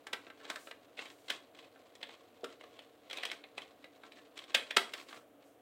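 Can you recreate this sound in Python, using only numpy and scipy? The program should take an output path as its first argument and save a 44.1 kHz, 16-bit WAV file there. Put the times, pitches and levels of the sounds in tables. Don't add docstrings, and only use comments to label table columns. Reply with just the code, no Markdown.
import sys
import numpy as np
from scipy import signal
from scipy.fft import rfft, irfft, next_fast_len
from scipy.io import wavfile
from scipy.ndimage import map_coordinates

SR = 44100
rng = np.random.default_rng(int(sys.argv[2]) if len(sys.argv) > 2 else 0)


def digitize_waveform(pressure):
    field = np.atleast_2d(pressure).T
    bounded = np.clip(field, -1, 1)
    quanta = np.round(bounded * 32767).astype(np.int16)
    wavfile.write(sys.argv[1], SR, quanta)


N = 247621
LIGHT_DB, HARD_DB = -36.5, -25

# start_s, level_db, pitch_hz (of the spot struck), treble_db
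CONTACTS = [(0.069, -37.5, 1490, -10), (0.1314, -26.5, 1600, -12), (0.2673, -44, 1390, -20.5),
            (0.3016, -42.5, 1530, -21), (0.4513, -41.5, 1610, -18), (0.5003, -30, 1530, -11),
            (0.5589, -36, 1570, -7.5), (0.6721, -41.5, 1410, -22), (0.712, -38, 1850, -16),
            (0.9752, -43.5, 2270, -23), (0.9904, -32, 2140, -20), (1.057, -42.5, 3530, -18),
            (1.2833, -38.5, 3700, -16), (1.3009, -24.5, 3230, -10.5), (1.5887, -46.5, 2980, -15),
            (1.6421, -51, 2535, -20), (1.7599, -51.5, 1460, -26), (1.953, -49, 3500, -6),
            (2.0297, -32, 3080, -19.5), (2.0931, -44.5, 2080, -27), (2.138, -53.5, 2410, -12),
            (2.4428, -35, 1340, -9), (2.6105, -43.5, 2240, -16.5), (2.6383, -45.5, 1086, -17),
            (2.7909, -41.5, 3220, -18), (3.0993, -40, 3270, -15), (3.1099, -34.5, 2990, -20),
            (3.13, -34.5, 2403, -12), (3.1721, -34.5, 2620, -10.5), (3.1842, -33.5, 3030, -20),
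            (3.2073, -42, 3606, -26), (3.2333, -29, 2030, -15.5), (3.252, -29, 2940, -10.5),
            (3.2995, -35.5, 3000, -28), (3.3153, -30.5, 2260, -12), (3.4393, -42, 2440, -27),
            (3.5792, -32.5, 2287, -18), (3.8424, -43, 2120, -18), (4.0357, -45, 1360, -19),
            (4.1205, -45.5, 3750, -14.5), (4.376, -41, 3500, -7.5), (4.3908, -37.5, 3450, -15.5),
            (4.4393, -45, 3270, -11), (4.5465, -13, 2900, -13), (4.7083, -27, 2645, -17),
            (4.7675, -12.5, 1880, -9.5), (4.9366, -31.5, 1930, -11), (5.128, -41, 1180, -16)]


def case_clicks(touch_db=-13, touch_lead_s=0.0027):
    track = np.zeros(N)
    for start_s, level_db, pitch_hz, treble_db in list(CONTACTS) + edge_snags():
        hollow_db = -4 - 5.5 * np.log2(pitch_hz / 1300)
        thump_db = hollow_db - 10.5 - 0.59 * (level_db - LIGHT_DB)
        tone = [(600, thump_db), (850, hollow_db), (1600, hollow_db),
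                (2000, 0.00053), (4000, 0.014), (5200, treble_db)]
        gain = amp(level_db - 7) * np.linalg.norm(amp([0, thump_db, hollow_db, treble_db]))
        touch = amp(touch_db) * gain * click(level_db + touch_db, tone, pitch_hz)
        add(track, start_s - touch_lead_s, touch)
        layers = 3 if level_db > HARD_DB else 1
        for _ in range(layers):
            blow = gain / np.sqrt(layers) * click(level_db, tone, pitch_hz)
            add(track, start_s, room(blow, echo_db=-6.5))
    return track


# pitch_hz, level_db
CRACK_TONE = [(60, -35), (160, -1.5), (250, 8.5), (600, 19), (900, 0), (1500, 3), (2100, -1.5), (3900, -2),
              (4500, -6.5), (5200, 2), (6600, -5), (8000, -2.5), (10000, -11.5), (15500, -19)]
# pitch_hz, rim_db, face_db
SHELL_NOTES = [(239, -12.5, -11.5), (386, -19, -6.5), (569, -7, -11.5), (693, -12, -5.5),
               (1146, -23.5, -9.5), (1335, -13, -4), (1579, -4.5, -2), (1740, -5, -20), (1982, -20.5, -3),
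               (2166, -5.5, -0.5), (2518, 2, -6.5), (3047, 0.5, -17), (3264, -5.5, 4), (3335, 5, 0),
               (3960, -19.5, -9), (4663, -7, -2.5)]


def click(level_db, tone, pitch_hz, crack_fade_s=0.029, ring_fade_s=0.042, rise_s=0.0003):
    t = np.arange(SR // 10) / SR
    force = np.clip((level_db - LIGHT_DB) / 19, 0, 1)
    chatter_s = force * 0.0043
    fading_s = np.maximum(t - chatter_s, 0)
    crack = coloured(rng.standard_normal(len(t)), lambda hz: along(CRACK_TONE, hz) + along(tone, hz))
    crack *= fade(fading_s, crack_fade_s)
    note_hz, rim_db, face_db = np.transpose(SHELL_NOTES)
    notes = np.sin(2 * np.pi * (note_hz[:, None] * t + rng.random((len(note_hz), 1))))
    face_share = np.interp(pitch_hz, [2200, 2800], [1, 0])
    shell = unit(amp(rim_db + face_share * (face_db - rim_db)) @ notes)
    octaves_away = np.log2(note_hz / pitch_hz)
    spot = unit(np.exp(-(octaves_away / 0.18) ** 2 / 2) @ notes)
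    ring = (force * amp(-1.5) * shell + (1 - force) * amp(-6) * spot) * fade(fading_s, ring_fade_s)
    sound = (crack + ring) * (1 - np.exp(-t / rise_s))
    return sound / np.std(sound[:SR // 200])


# start_s, length_s, level_db, pitch_hz (of the spot scraped)
SCRAPES = [(0.386, 0.083, -64, 1500), (0.495, 0.025, -50.5, 1610), (0.549, .02, -55, 1470),
           (0.87, 0.015, -80, 1577), (.982, .035, -51, 2460), (1.038, 0.062, -62, 2800),
           (1.297, 0.037, -48, 3500), (1.539, 0.13, -67, 3100), (2.01, .13, -63.5, 2800),
           (2.433, 0.11, -65, 2970), (2.611, 0.191, -70.5, 2960), (3.125, 0.21, -55, 3120),
           (3.584, 0.038, -54, 2660), (4.163, 0.026, -64.5, 1800), (4.371, 0.036, -56.5, 3670),
           (4.484, 0.44, -62, 2600), (4.944, 0.059, -57, 1500), (5.078, .1, -61, 1490),
           (5.412, 0.03, -72.5, 2390)]
# pitch_hz, level_db
SCRAPE_TONE = [(150, -30.5), (300, 8), (900, -1.5), (1500, 1.5), (3900, 4.5), (5500, -7.5), (8200, -8.5),
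               (11000, -36.5), (15500, -36)]
# pitch_hz, width_hz, boost_db
LID_NOTES = [(1089, 110, 14), (2246, 55, 2.5), (3600, 57, -5)]


def scraping(slips_per_s=500, slip_fade_s=0.02, smooth_share=0.22):
    slips = rng.random(N) < slips_per_s / SR
    sizes = amp(2 * np.minimum(rng.exponential(size=N), 2))
    ticks = signal.fftconvolve(slips * sizes, fade(np.arange(SR // 10) / SR, slip_fade_s))[:N]
    rub = coloured(rng.standard_normal(N), lambda hz: along(SCRAPE_TONE, hz) + humps(LID_NOTES, hz))
    grip = (0, 5.2, -72)
    pressure = strokes(list(SCRAPES) + [grip], rise_s=0.02, fade_s=0.2)
    return pressure * unit(rub * (smooth_share + unit(ticks)))


def edge_snags(snags_per_s=45, spread_db=10.5, spread_octaves=0.49, treble_db=-15.5):
    rows = []
    for start_s, length_s, level_db, pitch_hz in SCRAPES:
        for k, (delay, size, spot) in enumerate(rng.random((24, 3))):
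            after_s = (k + delay) / snags_per_s
            if after_s < length_s:
                snag_db = level_db + 5 + spread_db * size
                snag_hz = pitch_hz * 2 ** (spread_octaves * (spot - 0.5))
                rows.append((start_s + after_s, snag_db, snag_hz, treble_db))
    return rows


# start_s, length_s, level_db
SWISHES = [(.53, .14, -64.5), (1.0, .28, -72.5), (4.93, .26, -70.5), (5.46, 0.031, -74.5)]
# pitch_hz, level_db
SKIN_TONE = [(1000, -20), (4000, 1.5), (8000, 4), (11000, -3), (15000, -3.5)]


def fingertips():
    hiss = coloured(rng.standard_normal(N), lambda hz: along(SKIN_TONE, hz))
    return strokes(SWISHES, rise_s=0.03, fade_s=0.29) * hiss


# pitch_hz, level_db, fade_s
TABLE_NOTES = [(279, -41.5, 0.071), (404, -36, 0.075), (472, -28.5, 0.038), (624, -35, 0.058)]


def table_knock(start_s=2.4335, rise_s=0.0022):
    t = np.arange(SR // 4) / SR
    knock = sum(amp(db) * fade(t, fade_s) * np.sin(2 * np.pi * hz * t) for hz, db, fade_s in TABLE_NOTES)
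    track = np.zeros(N)
    add(track, start_s, room(knock * (1 - np.exp(-t / rise_s)), echo_db=-9))
    return track


# pitch_hz, fade_s
ECHO_FADES = [(200, 0.27), (1000, 0.31), (3000, 0.24), (8000, 0.3), (15000, 0.21)]
# pitch_hz, level_db
ECHO_TONE = [(200, 7.5), (600, 5.5), (1500, 3), (3500, 1), (6000, -2.5), (14000, 4.5)]


def room(sound, echo_db, build_s=0.0017, ceiling_s=0.012, ceiling_db=-8):
    hz, t, noise = signal.stft(rng.standard_normal(SR // 2), SR, nperseg=256)
    dying = amp(along(ECHO_TONE, hz)[:, None]) * fade(t, along(ECHO_FADES, hz)[:, None])
    building = 1 - np.exp(-(t / build_s) ** 2)
    echo = signal.istft(noise * dying * building, SR, nperseg=256)[1]
    response = amp(echo_db) * echo / np.linalg.norm(echo)
    response[0] += 1
    dull = signal.butter(2, [800, 2100], "bandpass", fs=SR, output="sos")
    bounce = signal.sosfilt(dull, signal.unit_impulse(SR // 100))
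    add(response, ceiling_s, amp(ceiling_db) * bounce)
    return signal.fftconvolve(sound, response)


# pitch_hz, level_db
AIR_TONE = [(25, -40), (60, -25.5), (115, -13.5), (155, -21), (246, -11), (274, -5), (389, -10.5),
            (469, -5.5), (552, -6), (741, -6.5), (826, -17.5), (1300, -18.5), (2010, -25.5), (3260, -26),
            (4870, -37.5), (15500, -34.5)]
# pitch_hz, width_hz, boost_db
AIR_HUMPS = [(292.5, 18, 8.5), (458, 22, 7)]


def air(level_db=-62.5):
    rush = coloured(rng.standard_normal(N), lambda hz: along(AIR_TONE, hz) + humps(AIR_HUMPS, hz))
    return amp(level_db) * rush


def amp(db):
    return 10 ** (np.asarray(db) / 20)


def fade(t, fade_s):
    return amp(-60 * t / fade_s)


def unit(sound):
    return sound / np.sqrt(np.mean(sound ** 2) + 1e-20)


def along(points, hz):
    pitches, values = np.transpose(points)
    return np.interp(np.log(hz + 1), np.log(pitches + 1), values)


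def humps(rows, hz):
    return sum(db / (1 + (2 * (hz - centre) / width) ** 2) for centre, width, db in rows)


def coloured(sound, gain_db):
    size = next_fast_len(len(sound) + 2048)
    gains = amp(gain_db(np.fft.rfftfreq(size, 1 / SR)))
    return unit(irfft(rfft(sound, size) * gains, size)[:len(sound)])


def strokes(rows, rise_s, fade_s):
    t = np.arange(N) / SR
    gains = []
    for start_s, length_s, level_db, *_ in rows:
        swell = np.clip(1 + (t - start_s) / rise_s, 0, 1)
        gains.append(amp(level_db) * swell * fade(np.maximum(t - start_s - length_s, 0), fade_s))
    return np.linalg.norm(gains, axis=0)


def wobble(points_per_s):
    return map_coordinates(rng.standard_normal(1024), [np.arange(N) * points_per_s / SR], mode="wrap")


def add(track, start_s, sound):
    part = track[max(round(start_s * SR), 0):][:len(sound)]
    part += sound[:len(part)]


def scene(lowest_hz=205):
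    background = air()
    sliding = scraping() + fingertips()
    tremble = amp(2.5 * wobble(points_per_s=30))
    handling = room(tremble * sliding, echo_db=-13)[:N] + table_knock() + case_clicks()
    bass_cut = signal.butter(6, lowest_hz, "highpass", fs=SR, output="sos")
    return (background + signal.sosfilt(bass_cut, handling))[None]


def record(dry, top_hz=15900):
    size = next_fast_len(N + SR // 2)
    kept = np.fft.rfftfreq(size, 1 / SR) < top_hz
    return irfft(rfft(dry, size) * kept, size)[..., :N]


dry = scene()
out = record(dry)
digitize_waveform(out)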